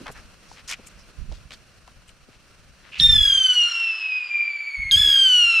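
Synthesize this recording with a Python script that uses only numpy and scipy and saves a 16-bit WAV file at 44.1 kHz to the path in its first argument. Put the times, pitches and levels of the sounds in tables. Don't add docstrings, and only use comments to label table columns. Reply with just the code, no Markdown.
import sys
import numpy as np
from scipy import signal
from scipy.fft import rfft, irfft, next_fast_len
from scipy.io import wavfile
from scipy.ndimage import map_coordinates

SR = 44100
rng = np.random.default_rng(int(sys.argv[2]) if len(sys.argv) > 2 else 0)


def bounce(signal):
    frames = np.transpose(np.atleast_2d(signal))
    limited = np.clip(frames, -1, 1)
    pcm = np.round(limited * 32767).astype(np.int16)
    wavfile.write(sys.argv[1], SR, pcm)


N = 246959
TIME = np.arange(N) / SR

# t/s, level/dB
HUSH_LEVEL = [(0,-48.5),(.4,-53),(1.3,-53.5),(2.2,-56.5),(3.0,-54),(3.3,-82.5),(4.7,-71),(5.6,-68)]


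def from_db(db):
    return 10 ** (np.asarray(db) / 20)


def rms_one(x):
    return x / np.sqrt(np.mean(x ** 2) + 1e-20)


def in_time(rows):
    s, *columns = np.transpose(rows)
    return [np.interp(TIME, s, c) for c in columns]


def at_hz(points, hz):
    f, value = np.transpose(points)
    return np.interp(np.log(np.maximum(hz, 1)), np.log(f), value)


def panned(pan_db):
    gains = from_db(np.array([[.5], [-.5]]) * pan_db)
    return gains / gains.mean(axis=0)


def drift(rate_hz, step=16):
    count = next_fast_len(N // step + 2)
    hz = np.fft.rfftfreq(count, step / SR)
    slow = irfft(rfft(rng.standard_normal(count)) / (1 + (hz / rate_hz) ** 2), count)
    return np.interp(np.arange(N) / step, np.arange(count), rms_one(slow))


def coloured_noise(colour, correlation):
    hz = np.fft.rfftfreq(N, 1 / SR)
    mid, side = rfft(rng.standard_normal((2, N))) * from_db(at_hz(colour, hz))
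    alike = np.clip(at_hz(correlation, hz), -1, 1)
    return rms_one(irfft(np.sqrt(1 + alike) * mid + np.sqrt(1 - alike) * side * [[1], [-1]], N))


def filtered(x, edges_hz, kind, order=2):
    sections = signal.butter(order, np.clip(edges_hz, 10, .45 * SR), kind, fs=SR, output="sos")
    return signal.sosfilt(sections, x)


def delayed(x, late_s):
    return map_coordinates(x, [np.arange(N) - late_s * SR], order=3)


def air(flicker_db=1.18):
    # f/Hz, relative density/dB
    colour = [(60,-3.5),(160,0),(350,-10.5),(600,-8.5),(850,-15),(1400,-7.5),(2000,-13.5),(2700,-10),(3600,-17.5),(4400,-15),(5700,-17),(7200,-21),(10500,-26),(15500,-39.5)]
    # f/Hz, left-right correlation
    correlation = [(60,0.41),(300,0.75),(1400,0.76),(3100,0.51),(6800,0.1),(15000,.1)]
    # f/Hz, bandwidth/Hz, level/dB re the hush
    fuse_rings = [(2700,210,-18.5),(4200,410,-18),(5750,380,-17.5),(8760,430,-22)]
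    level_db, = in_time(HUSH_LEVEL)
    hush = coloured_noise(colour, correlation)
    for hz, width, db in fuse_rings:
        ring = filtered(rng.standard_normal(N), [hz - width / 2, hz + width / 2], "band")
        hush = hush + from_db(db) * rms_one(ring)
    return from_db(level_db + flicker_db * drift(30)) * hush


def wind(breeze_db=-3.5, lump_db=4.0, attack_s=0.026, release_db_per_s=106):
    # t/s, time until release/s, level/dB, left-right/dB
    gusts = [(0.072,0.034,-51,-1),(0.446,0.046,-57,-12),(0.746,0.036,-49.5,-3),(0.942,0.026,-55,-12),(1.166,0.026,-33,-16),(1.267,0.079,-36,-6.5),(2.987,0.08,-25.5,-11.5),(3.087,0.087,-25,-24.5),(3.294,0.062,-51,9),(4.763,0.096,-40.5,-1),(4.874,0.15,-36,-1.5),(5.166,0.092,-49,-2),(5.366,0.11,-51.5,-1.5)]
    # f/Hz, relative density/dB
    colour = [(12, -16), (20, 1.5), (43, 4), (69, 0), (232, -22), (276, -31.5), (409, -37.5), (500, -39),
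              (650, -62.5), (1100, -120)]
    # f/Hz, left-right correlation
    correlation = [(20,0.18),(500,1)]
    hush_db, = in_time(HUSH_LEVEL)
    power = from_db(hush_db + breeze_db) ** 2
    for s, hold_s, db, pan_db in gusts:
        swell = np.clip((TIME - s) / attack_s, 0, 1)
        release_db = release_db_per_s * np.maximum(TIME - s - hold_s, 0)
        power = power + (swell * from_db(db - release_db) * panned(pan_db)) ** 2
    return np.sqrt(power) * from_db(lump_db * drift(25)) * coloured_noise(colour, correlation)


def surroundings(x, t60_s=1.74, first_s=0.032, echoes_per_s=900, damp_hz=3500, spread=.15):
    age = np.arange(2 * SR) / SR
    scatter = rng.standard_normal((2, len(age))) * (rng.random(len(age)) < echoes_per_s / SR)
    mid, side = scatter * from_db(-60 * age / t60_s) * np.clip(age / first_s - 1, 0, 1)
    echoes = mid + spread * side * [[1], [-1]]
    echoes /= np.sqrt(np.sum(echoes ** 2) / 2)
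    return signal.fftconvolve(np.atleast_2d(x), filtered(echoes, damp_hz, "low"), axes=1)[:, :N]


def spits(grain_db=5.5, spread=0.28):
    # t/s, duration/s, level/dB, centre f/Hz, width/octaves, left-right/dB
    bursts = [(0.0,.056,-44,246,0.46,-4),(0.056,0.052,-40.5,1150,1.5,1),(0.087,0.028,-41.5,330,3,0),(0.113,.025,-53,8550,0.5,3),(0.149,0.058,-49,1650,0.74,0),
              (.467,0.13,-57,5300,0.46,0),(.514,0.0039,-40.5,930,0.41,5),(0.56,0.064,-50,2080,1.4,3),
              (0.675,0.073,-37.5,5700,0.54,0.5),(.681,0.078,-38,2260,1.2,1),(.719,0.028,-34.5,2460,0.21,4),(0.783,0.027,-49,276,1.5,2),(0.863,0.028,-48.5,7560,0.28,4),(0.869,0.0075,-51,2450,0.15,7),(.986,0.049,-58.5,5450,0.16,-7),
              (1.311,0.03,-48,460,1.6,-15),(1.307,0.088,-54.5,3740,1.1,5),(1.504,0.049,-49,1800,2.3,5),(1.525,0.031,-47,4070,.57,-3),
              (1.873,0.017,-50,860,1.4,5),(2.071,0.04,-60.5,8100,0.29,7),(2.076,.03,-55.5,2750,.35,7),(2.283,0.015,-51.5,250,1.4,5),(2.315,0.069,-59.5,1970,2.2,2.5),
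              (2.829,0.095,-54,1730,1.2,5.5),(2.916,0.13,-39,2690,0.18,-0.5),(2.984,0.022,-40.5,3830,1.0,-1.5),(2.992,0.028,-25,3330,0.054,-8.5),(2.993,0.034,-34,154,0.73,0),
              (5.048,0.052,-44,228,0.7,0)]
    out = np.zeros((2, N + SR))
    age = np.arange(SR // 4) / SR
    for s, length, db, hz, octaves, pan_db in bursts:
        swell = np.sin(np.pi * np.clip(age / length, 0, 1) ** 0.74).clip(0) ** 0.77
        cracks = from_db(grain_db * np.minimum(rng.exponential(1, len(age)), 5))
        mid, side = rng.standard_normal((2, len(age))) * cracks * swell
        band_hz = hz * 2 ** (np.array([-.5, .5]) * octaves)
        puff = filtered(mid + spread * side * [[1], [-1]], band_hz, "band", order=1)
        puff = filtered(puff, hz * 2 ** (.5 + octaves / 2), "low")
        puff *= from_db(db) / np.sqrt(np.sum(puff ** 2) / (2 * length * SR))
        start = round(s * SR)
        out[:, start:start + len(age)] += puff * panned(pan_db)
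    return out[:, :N]


def snaps(decay_s=0.0012):
    # t/s, peak level/dB, centre f/Hz, left-right/dB
    grains = [(0.068,-24,1810,4),(.081,-26.5,1510,3),(0.175,-42,2600,0),(.515,-51,1200,3),(.686,-29,4000,5),(.699,-22.5,4500,2.5),(0.713,-16,4040,4),(.724,-23,2340,-2),(.737,-29,2200,1),(.87,-37,7300,2),(1.507,-30,2030,-2),(1.52,-26,2260,0),(1.537,-31,3380,-3),(1.877,-38.5,4000,8),(2.092,-39.5,2500,9)]
    out = np.zeros((2, N))
    age = np.arange(SR // 20) / SR
    for s, db, hz, pan_db in grains:
        burst = rng.standard_normal(len(age)) * np.exp(-age / decay_s)
        crack = filtered(burst, [hz / 2, hz * 1.84], "band")
        start = round(s * SR)
        out[:, start:start + len(age)] += from_db(db) * crack / np.abs(crack).max() * panned(pan_db)
    return out


def chirps():
    # t/s, peak level/dB, f/Hz, rise time/s
    ignitions = [(2.9993,-2.5,3860,.0008),(4.9112,-5.5,3700,.0008)]
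    out = np.zeros(N)
    for s, db, hz, rise_s in ignitions:
        age = np.maximum(TIME - s, 0)
        envelope = (age / rise_s) ** 2 * np.exp(2 - 2 * age / rise_s)
        out += from_db(db) * envelope * np.sin(2 * np.pi * hz * age)
    return out


def climb(age, start_m, top_m_per_s, run_up_s, mic_m=1.192, distance_m=3.0, sound_m_per_s=343):
    height = start_m + top_m_per_s * (age - run_up_s * (1 - np.exp(-age / run_up_s)))
    direct = np.hypot(distance_m, height - mic_m)
    bounced = np.hypot(distance_m, height + mic_m)
    return (bounced - direct) / sound_m_per_s, distance_m / direct


def exhaust(age, ground_s, bright_db, dulling_db_per_s, roar_db=-37.5, split_hz=2800, reflection=0.61):
    # f/Hz, relative density/dB
    colour = [(200,-21),(500,-16),(900,-10),(1300,-3.5),(1900,-2.5),(2400,2),(3200,2.5),(4200,-2.5),(6000,-9.5),(9000,-10.5),(12000,-22.5),(15500,-35)]
    # f/Hz, left-right correlation
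    correlation = [(200,0.96),(1500,1),(5000,1),(15000,0.23)]
    rush = coloured_noise(colour, correlation)
    hz = np.fft.rfftfreq(N, 1 / SR)
    low = irfft(rfft(rush) / (1 + (hz / split_hz) ** 4), N)
    bounced = np.array([delayed(channel, ground_s) for channel in low])
    combed = (low + reflection * bounced) / np.hypot(1, reflection)
    treble = from_db(bright_db - dulling_db_per_s * age) * (rush - low)
    level_db = roar_db - 8.5 * np.maximum(age - 0.75, 0)
    return from_db(level_db) * (combed + treble)


def rising_tones(hz, phase, rasp_db, pivot_hz=13600, loss_db_per_khz=10.5):
    out = 0
    for k, db in ((8, -38), (9, -22.5)):
        above_khz = np.maximum(pivot_hz - k * hz, 0) / 1000
        level_db = rasp_db + db - loss_db_per_khz * above_khz + 3 * drift(70)
        out = out + from_db(level_db) * np.sin(2 * np.pi * 2 * pivot_hz * TIME - k * phase)
    return out


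def corkscrew(age, centre_s=1.63, spell_s=.2, turns_hz=15):
    spell = np.exp(-((age - centre_s) / spell_s) ** 2)
    return spell * np.sin(2 * np.pi * turns_hz * age + 0.2 * drift(8))


def whistle(pitch, voice, age, ground_s, reflection, jitter, waver, flutter_db_per_s, rasp_flutter_db):
    # harmonic number, level/dB re the rasp
    odd_harmonics = [(1,-3.5),(3,0),(5,-8.5),(7,-13),(9,-27.5)]
    # harmonic number, level/dB re the octave
    even_harmonics = [(4,-1),(6,-13.5),(8,-24.5),(10,-29)]
    hz, = in_time(pitch)
    main_db, rasp_db, octave_db, loss_db = in_time(voice)
    shake = jitter * drift(240) + waver * (1 + age) * drift(41.3)
    spin = corkscrew(age)
    hz = hz * (1 + 0.015 * spin)
    phase = 2 * np.pi * np.cumsum(hz * (1 + shake)) / SR
    rasp_db = rasp_db + rasp_flutter_db * drift(57)
    twinkle_db = age * (flutter_db_per_s * drift(110) + 1.22 * drift(30))
    partials = [(2, main_db + twinkle_db + 5 * spin)]
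    for harmonics, base_db in ((odd_harmonics, rasp_db), (even_harmonics, octave_db)):
        for k, db in harmonics:
            partials.append((k, base_db + db - loss_db * max(k - 4, 0) + 2.82 * drift(110)))
    out = 0
    for k, level_db in partials:
        mirror = reflection * min(1, 2 / k) ** 1.2
        rays = np.sin(k * phase) + mirror * np.sin(k * (phase - 2 * np.pi * hz * ground_s))
        out = out + from_db(level_db) * rays * np.sqrt(2 / (1 + mirror ** 2))
    return out + rising_tones(hz, phase, rasp_db)


def rocket(pitch, voice, flight, jet, roughness, mirror_s, aside):
    age = np.maximum(TIME - pitch[0][0], 0)
    burning = np.clip(age / 0.0068, 0, 1) * np.clip((pitch[-1][0] + .016 - TIME) / .008, 0, 1)
    ground_s, lowness = climb(age, **flight)
    early = .5 * (1 - np.tanh(.5 * (age - mirror_s) / 0.039))
    reflection = np.interp(early, [0, 1], [0.099, 0.79])
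    scream = whistle(pitch, voice, age, ground_s, reflection, **roughness)
    left, right = (scream + exhaust(age, ground_s, **jet)) * burning
    left_lag_s = aside * 31e-6 * lowness ** 2
    sound = np.array([delayed(left, left_lag_s), right])
    echo_db = np.interp(age, [0, 0.47], [-35, -13.5])
    return sound, sound * from_db(echo_db)


def scene(spit_echo_db=-21):
    # t/s, f/Hz
    pitch_1 = [(3.0,1787),(3.02,1833),(3.122,1792),(3.196,1699),(3.42,1556),(3.62,1426),(3.74,1385),(4.02,1298),(4.32,1196),(4.72,1131),(4.9,1076)]
    pitch_2 = [(4.912,1637),(4.946,1596),(4.992,1723),(5.202,1600),(5.328,1488),(5.434,1414),(5.6,1320)]
    # t/s, whistle/dB, rasp/dB, octave/dB, loss per harmonic above the fourth/dB
    voice_1 = [(3.0,-11,-32.5,-43.5,1.5),(3.2,-15,-36,-43,0),(3.38,-16.5,-38,-33,0.5),(3.64,-17.5,-37.5,-35,2.5),(3.8,-22,-45,-35.5,6),(4.0,-20.5,-58,-43,14),(4.2,-31,-65.5,-45.5,4.5),(4.35,-20.5,-71,-46,2),(4.55,-33,-73.5,-47,1),(4.9,-28.5,-71,-48.5,-2)]
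    voice_2 = [(4.913,-9.5,-30,-26,0.35),(4.97,-15.5,-33.5,-37.5,0),(5.149,-14.5,-32.5,-40.5,1.1),(5.25,-13.5,-35.5,-38.5,0.03),(5.36,-15,-33,-31,0.8),(5.6,-16.5,-37.5,-36,2.6)]
    first, first_sent = rocket(
        pitch_1, voice_1, mirror_s=1.42, aside=0.76,
        flight=dict(start_m=.071, top_m_per_s=18.24, run_up_s=.459),
        jet=dict(bright_db=3.5, dulling_db_per_s=15.5),
        roughness=dict(jitter=0.0047, waver=0.0018, flutter_db_per_s=1.5, rasp_flutter_db=2.5))
    second, second_sent = rocket(
        pitch_2, voice_2, mirror_s=0.24, aside=0.02,
        flight=dict(start_m=.089, top_m_per_s=90, run_up_s=1.08),
        jet=dict(bright_db=6, dulling_db_per_s=19.5),
        roughness=dict(jitter=0.006, waver=0.00093, flutter_db_per_s=2.5, rasp_flutter_db=0.4))
    crackle = spits() + snaps() + chirps()
    echoes = surroundings(first_sent + second_sent + from_db(spit_echo_db) * crackle)
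    return first + second + crackle + echoes + air() + wind()


def record(dry, cutoff_hz=15500):
    # f/Hz, left-right/dB
    balance = [(100,0.5),(4500,0),(8000,-0.8),(14000,-6)]
    ports = panned(at_hz(balance, np.fft.rfftfreq(2 * N, 1 / SR)))
    heard = np.clip(irfft(rfft(dry, 2 * N) * ports)[:, :N], -1, 1)
    return signal.sosfilt(signal.ellip(10, .1, 80, cutoff_hz, fs=SR, output="sos"), heard)


dry = scene()
out = record(dry)
bounce(out)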